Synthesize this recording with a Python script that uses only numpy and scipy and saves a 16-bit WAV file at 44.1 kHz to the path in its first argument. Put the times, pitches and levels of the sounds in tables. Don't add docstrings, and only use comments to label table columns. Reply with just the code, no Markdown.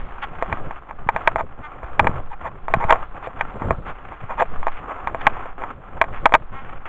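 import sys
import numpy as np
from scipy import signal
from scipy.fft import rfft, irfft, next_fast_len
from scipy.io import wavfile

SR = 44100
rng = np.random.default_rng(int(sys.argv[2]) if len(sys.argv) > 2 else 0)


def transcribe(signal):
    frames = np.atleast_2d(signal).T
    limited = np.clip(frames, -1, 1)
    pcm = np.round(limited * 32767).astype(np.int16)
    wavfile.write(sys.argv[1], SR, pcm)


N = 303496
TIME = np.arange(N) / SR

# t/s, snow crunch/dB, snow hiss/dB, jacket rustle/dB, air buffet/dB
SKI_STRIDES = [(-.07, -38.5, -44, -34, -22.5), (0.53, -35.5, -48.5, -36, -25.5),
               (1.22, -34.5, -45.5, -40.5, -27.5), (2.088, -33.5, -50, -34, -25),
               (2.881, -30.5, -49.5, -41, -22.5), (3.659, -35, -51, -31, -23),
               (4.58, -38, -58, -36.5, -22.5), (5.258, -31.5, -41.5, -39, -27.5),
               (6.241, -46.5, -60, -40, -24)]
# start/s, length/s, level/dB, hiss/dB
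SKI_SLIDES = [(0.04, 0.52, -41.5, -51), (0.626, 0.14, -40, -49.5), (0.972, 0.12, -44.5, -60),
              (1.574, 0.38, -42.5, -56), (2.15, 0.023, -34, -47), (2.402, .05, -40, -53),
              (2.684, 0.34, -37.5, -48), (3.134, 0.18, -39.5, -53), (3.349, 0.16, -40, -50),
              (3.846, .06, -35, -45.5), (3.936, 0.86, -44, -51.5), (4.705, 0.056, -48, -46),
              (4.802, 0.043, -35.5, -51), (4.866, .22, -32.5, -47.5), (5.337, .16, -35.5, -47),
              (5.576, 0.13, -33.5, -48), (5.846, 0.39, -43, -57), (6.114, 0.056, -46, -45),
              (6.511, 0.25, -45, -51), (6.852, .05, -37, -39.5)]
# f/Hz, relative level/dB
SNOW_SPECTRUM = [(150, -16), (250, -5.5), (375, -5), (658, -4.5), (726, 3.5), (977, -1), (1070, 3),
                 (1230, 0.5), (1340, 0.5), (1440, -5), (1640, -10.5), (1790, -15), (1930, -19), (2570, -27),
                 (3460, -38.5), (4500, -52.5), (7610, -120)]
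AIR_SPECTRUM = [(2, -15.5), (7, -0.5), (15, -16.5), (30, -19), (60, -28), (120, -51.5), (300, -67)]
RUSTLE_SPECTRUM = [(40, -2.5), (80, -2.5), (150, -6), (300, -15), (600, -13), (1500, -57.5)]
# centre/s, half length/s, rib rate/Hz, level/dB, roughness 0-1
JACKET_ZIPS = [(0.235, 0.015, 274.4, -25.5, 1), (1.653, .022, 299.4, -34, 0.26),
               (3.888, .024, 285, -37, 0.87), (6.577, 0.036, 267.4, -36, 0.29)]
# f/Hz, relative level/dB
ZIP_SPECTRUM = [(400, -30), (800, 3), (1100, 3), (1350, 4), (1900, -2.5), (2400, -7.5), (3400, -10),
                (4200, -22)]
# f/Hz, relative level/dB, t60/s
CASE_MODES = [(393, -43.5, 0.009), (520.6, -9, 0.04), (666.2, 3.5, 0.062), (836.6, 5, 0.042),
              (916.5, 11.5, 0.026), (1069, 3, 0.074), (1207, -4.5, 0.12), (1548, -10, 0.2),
              (1626, 4, 0.016), (1853, -2, 0.014), (2274, -4, 0.016), (2160, -17, 0.0065)]
# t/s, level/dB, low-mode weight/dB, high-mode weight/dB
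GEAR_KNOCKS = [(0.4237, -5, 24, -5), (0.5258, -5, 10, 13), (0.708, -18, -8, -28), (0.896, -25, 6, 0),
               (0.9089, -16.5, -5.5, -11), (1.0885, 1.5, -17, 3.5), (1.1618, -4, 5, 6.5),
               (1.2739, 6, -12, 15.5), (1.3582, -2.5, 10, -8), (1.408, -9.5, 14, -33), (1.8309, -20, 24, 0),
               (1.994, 8, -18, 14), (2.0025, -5.5, 4, -28), (2.044, -9.5, 9, -2), (2.0697, 1.5, 7, 10),
               (2.6815, -9.5, -1, -35), (2.738, 4.5, 7, 12), (2.8397, -5.5, 12, -13.5),
               (2.9053, 6.5, -14, 6.5), (2.924, 5, -8, -34.5), (2.957, -12, 8.5, -14),
               (3.2715, -16, 38, -1.5), (3.4093, -2, -30, 15), (3.6193, -15, 0, -35), (3.7065, -1, 8, -34),
               (4.1207, -20, -3, -32), (4.399, -9.5, 6, -15.5), (4.407, -4, -15, -12),
               (4.4218, -3.5, 30, -29), (4.629, -13, -20, -19), (4.6679, -4, 13.5, -26),
               (4.681, -10.5, -14, 1), (5.072, -5.5, -23, 1.5), (5.1459, -9.5, 21, -10),
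               (5.2673, 9, -36, 14), (5.4562, -20, 34, -20), (5.619, -17, -3, 1), (5.6366, -13.5, 0, 0),
               (6.0135, 5.5, -0.5, 14), (6.04, -12, 8, 6), (6.2557, 10.5, -0.5, 10.5),
               (6.2628, -3, -8, -24), (6.293, -19, 9, -28), (6.322, -5.5, 18, -1), (6.3382, 10, -15, 10.5),
               (6.3487, 6.5, -12, 10.5)]
# t/s, f/Hz, level/dB
CAMERA_BUMPS = [(0.527, 87, -17.5), (0.539, 256, -23), (1.065, 125, -19.5), (1.841, 46, -21),
                (2.049, 141, -16), (2.093, 116.3, -12.5), (2.753, 126, -17), (2.77, 138, -12),
                (2.849, 99, -15.5), (3.619, 226, -14.5), (3.654, 74, -14), (3.709, 353, -10),
                (3.785, 109, -20), (5.27, 110, -16)]
# centre/s, half length/s, level/dB, low-mode weight/dB, high-mode weight/dB
STRAP_SCRAPES = [(1.396, 0.015, -21.5, 3, -14.5), (2.327, .021, -34.5, -25, -3.5),
                 (2.464, 0.023, -25.5, 7, -15.5), (2.705, 0.0057, -32, 28, -31),
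                 (2.806, 0.0093, -28, -8, -11), (2.826, .02, -21.5, 0, -38), (2.898, 0.01, -14, -10, -17),
                 (2.926, .025, -21.5, 23, -13), (3.253, .024, -36.5, 2, 10), (3.406, .018, -30, -3, -5),
                 (3.628, .031, -33.5, 12, -23), (4.316, .023, -27, 0, -29), (4.384, 0.0088, -25, 2, -13),
                 (4.4, .01, -20, -3, -2), (4.422, 0.01, -17, 32, -7), (4.67, 0.01, -32, -6, -5.5),
                 (4.913, .021, -32.5, 12, -22), (5.215, 0.0073, -31.5, -5, 15),
                 (5.624, 0.027, -36.5, 24, -39)]
# f/Hz, gain/dB
RECORDER_RESPONSE = [(20, 0.5), (3400, 1.5), (3800, -7), (4300, -11.5), (5000, -36), (5500, -70.5),
                     (6250, -36), (6900, -48), (7600, -37.5), (8100, -42), (9000, -86.5), (12000, -65.5)]


def amp(db):
    return 10 ** (np.asarray(db) / 20)


def unit(x):
    return x / np.sqrt(np.mean(x ** 2) + 1e-18)


def colour(x, points):
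    hz, db = np.transpose(points)
    size = next_fast_len(len(x) + 2048)
    freqs = np.maximum(np.fft.rfftfreq(size, 1 / SR), 1)
    gain = amp(np.interp(np.log(freqs), np.log(hz), db))
    return irfft(rfft(x, size) * gain, size)[:len(x)]


def band(x, lo_hz, hi_hz):
    return signal.sosfilt(signal.butter(4, [lo_hz, hi_hz], "band", fs=SR, output="sos"), x)


def add(out, start, sound):
    i = max(int(start * SR), 0)
    out[i:i + len(sound)] += sound[:N - i]


def grains(size, rate_hz, spread_db):
    when, force, direction = rng.random((size, 3)).T
    strength = np.minimum(-np.log(1 - force), 3)
    return unit((when < rate_hz / SR) * np.sign(direction - .5) * amp(spread_db * strength))


def flutter(rate_hz):
    knots = rng.standard_normal(N // 100)
    return np.interp(TIME * rate_hz, np.arange(len(knots)), knots)


def swell(levels_db, floor_db, rise_s=0.074, fall_s=0.082):
    power = np.full(N, amp(floor_db) ** 2)
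    for (s, *_), db in zip(SKI_STRIDES, levels_db):
        width_s = np.where(TIME < s, rise_s, fall_s)
        power += amp(db) ** 2 * np.exp(-((TIME - s) / width_s) ** 2)
    return power


def sliding(levels_db, attack_s=0.013, release_s=0.043):
    power = np.zeros(N)
    for (s, length, *_), db in zip(SKI_SLIDES, levels_db):
        age = TIME - s
        moving = np.clip(age / attack_s, 0, 1) * np.clip(1 + (length - age) / release_s, 0, 1)
        power += (moving * amp(db)) ** 2
    return power


def skis(split_hz=1900, uneven_db=1.23):
    _, _, slide_db, slide_hiss_db = np.transpose(SKI_SLIDES)
    _, press_db, press_hiss_db, _, _ = np.transpose(SKI_STRIDES)
    body_power = swell(press_db, floor_db=-48) + sliding(slide_db)
    hiss_power = swell(press_hiss_db, floor_db=-59.5) + sliding(slide_hiss_db)
    crystals = rng.standard_normal(N) + grains(N, rate_hz=1500, spread_db=3.5)
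    breaks = np.abs(grains(N, rate_hz=55, spread_db=3))
    crunch = unit(signal.fftconvolve(breaks, np.exp(-TIME[:SR // 20] / .004))[:N])
    snow = colour(crystals * (1 + .55 * crunch), SNOW_SPECTRUM)
    body = signal.sosfiltfilt(signal.butter(4, split_hz, fs=SR, output="sos"), snow)
    hiss = snow - body
    both = unit(body) * np.sqrt(body_power) + unit(hiss) * np.sqrt(hiss_power)
    return both * amp(uneven_db * flutter(rate_hz=20))


def air_and_jacket(folds_db=5.5):
    _, _, _, rustle_db, buffet_db = np.transpose(SKI_STRIDES)
    air_power = swell(buffet_db, floor_db=-34, rise_s=0.17, fall_s=0.18)
    cloth_power = swell(rustle_db, floor_db=-44, rise_s=0.11, fall_s=0.089)
    air = unit(colour(rng.standard_normal(N), AIR_SPECTRUM)) * np.sqrt(air_power)
    cloth = unit(colour(rng.standard_normal(N), RUSTLE_SPECTRUM)) * np.sqrt(cloth_power)
    return air + cloth * amp(folds_db * flutter(rate_hz=25))


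def case_wall(x):
    for hz in (1100, 2000):
        x = x - 2 * signal.lfilter(*signal.iirpeak(hz, 1, fs=SR), x)
    return signal.sosfilt(signal.ellip(6, 1, 40, 2450, fs=SR, output="sos"), x)


def stroke(half_s, size):
    return np.exp(-np.abs(TIME[:size] / half_s - 2) ** 3)


def jacket_zips():
    out, size = np.zeros(N), SR // 4
    for s, half_s, hz, db, rough in JACKET_ZIPS:
        ribs_passed = np.cumsum(hz * (1 + .05 * rough * flutter(rate_hz=120)[:size])) / SR
        slips = unit(np.diff(np.floor(ribs_passed), prepend=0))
        snaps = slips + .8 * rng.standard_normal(size)
        catches = (1 - rough) * case_wall(slips) + rough * snaps
        add(out, s - 2 * half_s, amp(db) * stroke(half_s, size) * unit(colour(catches, ZIP_SPECTRUM)))
    return out


def case_ring(low_db, high_db):
    hz, db, t60 = np.transpose(CASE_MODES)[:, :, None]
    t = TIME[:SR // 10]
    weight_db = np.interp(hz, [500, 850, 1150, 1900], [low_db, 0, 0, high_db])
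    modes = amp(db + weight_db - 60 * t / t60) * np.cos(2 * np.pi * hz * t)
    ring = case_wall(modes.sum(axis=0))
    return ring / np.abs(ring).max()


def rebound(s, db, hard_db=6, low_db=3.5, high_db=-16.5):
    flight_ms = 3.03 + 0.19 * (db - hard_db)
    loss_db = 3 + 0.95 * max(hard_db - db, 0)
    return s + flight_ms / 1000, db - loss_db, low_db, high_db


def gear_knocks(gain_db=-1, chatter_db=-27, chatter_s=0.013, crack_db=-28, crack_s=0.0029, damp_s=0.019):
    out, t = np.zeros(N), TIME[:SR // 10]
    rebounds = [rebound(s, db) for s, db, _, _ in GEAR_KNOCKS]
    for s, db, low_db, high_db in list(GEAR_KNOCKS) + rebounds:
        noise = rng.standard_normal((2, len(t)))
        chatter = amp(chatter_db) * case_wall(unit(band(noise[0], 630, 2400)) * np.exp(-t / chatter_s))
        crack = amp(crack_db + 0.17 * high_db) * unit(band(noise[1], 2500, 4210)) * np.exp(-t / crack_s)
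        damping = np.exp(-amp(db) * (t / damp_s) ** 2)
        add(out, s, amp(db + gain_db) * damping * (case_ring(low_db, high_db) + chatter + crack))
    return out


def camera_bumps(rise_cycles=0.21):
    out, t = np.zeros(N), TIME[:SR // 10]
    for s, hz, db in CAMERA_BUMPS:
        age = hz * t / rise_cycles
        add(out, s, -amp(db) * age * np.exp(1 - age) * np.sin(2 * np.pi * hz * t))
    return out


def strap_scrapes(rasp_db=-19):
    out, size = np.zeros(N), SR // 2
    for s, half_s, db, low_db, high_db in STRAP_SCRAPES:
        slips = grains(size, rate_hz=2500, spread_db=3)
        ring = unit(signal.fftconvolve(slips, case_ring(low_db, high_db))[:size])
        rasp = amp(rasp_db + .5 * high_db) * unit(band(slips, 1800, 3700))
        add(out, s - 2 * half_s, amp(db) * stroke(half_s, size) * (ring + rasp))
    return out


def scene():
    close_contacts = gear_knocks() + strap_scrapes() + jacket_zips()
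    return (close_contacts + skis() + air_and_jacket() + camera_bumps())[None]


def record(dry, overload=0.865, sampling_hz=8000, ceiling=1.001):
    clipped = np.clip(dry[0], -overload, overload)
    narrow = signal.sosfilt(signal.butter(10, 3900, fs=SR, output="sos"), clipped)
    mirror = 2 * np.cos(2 * np.pi * sampling_hz * TIME) * band(narrow, 400, 3900)
    smoothed = np.clip(.89 * colour(narrow + mirror, RECORDER_RESPONSE), -ceiling, ceiling)
    rounded = signal.sosfiltfilt(signal.butter(12, 8300, fs=SR, output="sos"), smoothed)
    top_cut = signal.ellip(8, .2, 70, 17600, fs=SR, output="sos")
    return signal.sosfilt(top_cut, np.clip(rounded, -1, 1))[None]


dry = scene()
out = record(dry)
transcribe(out)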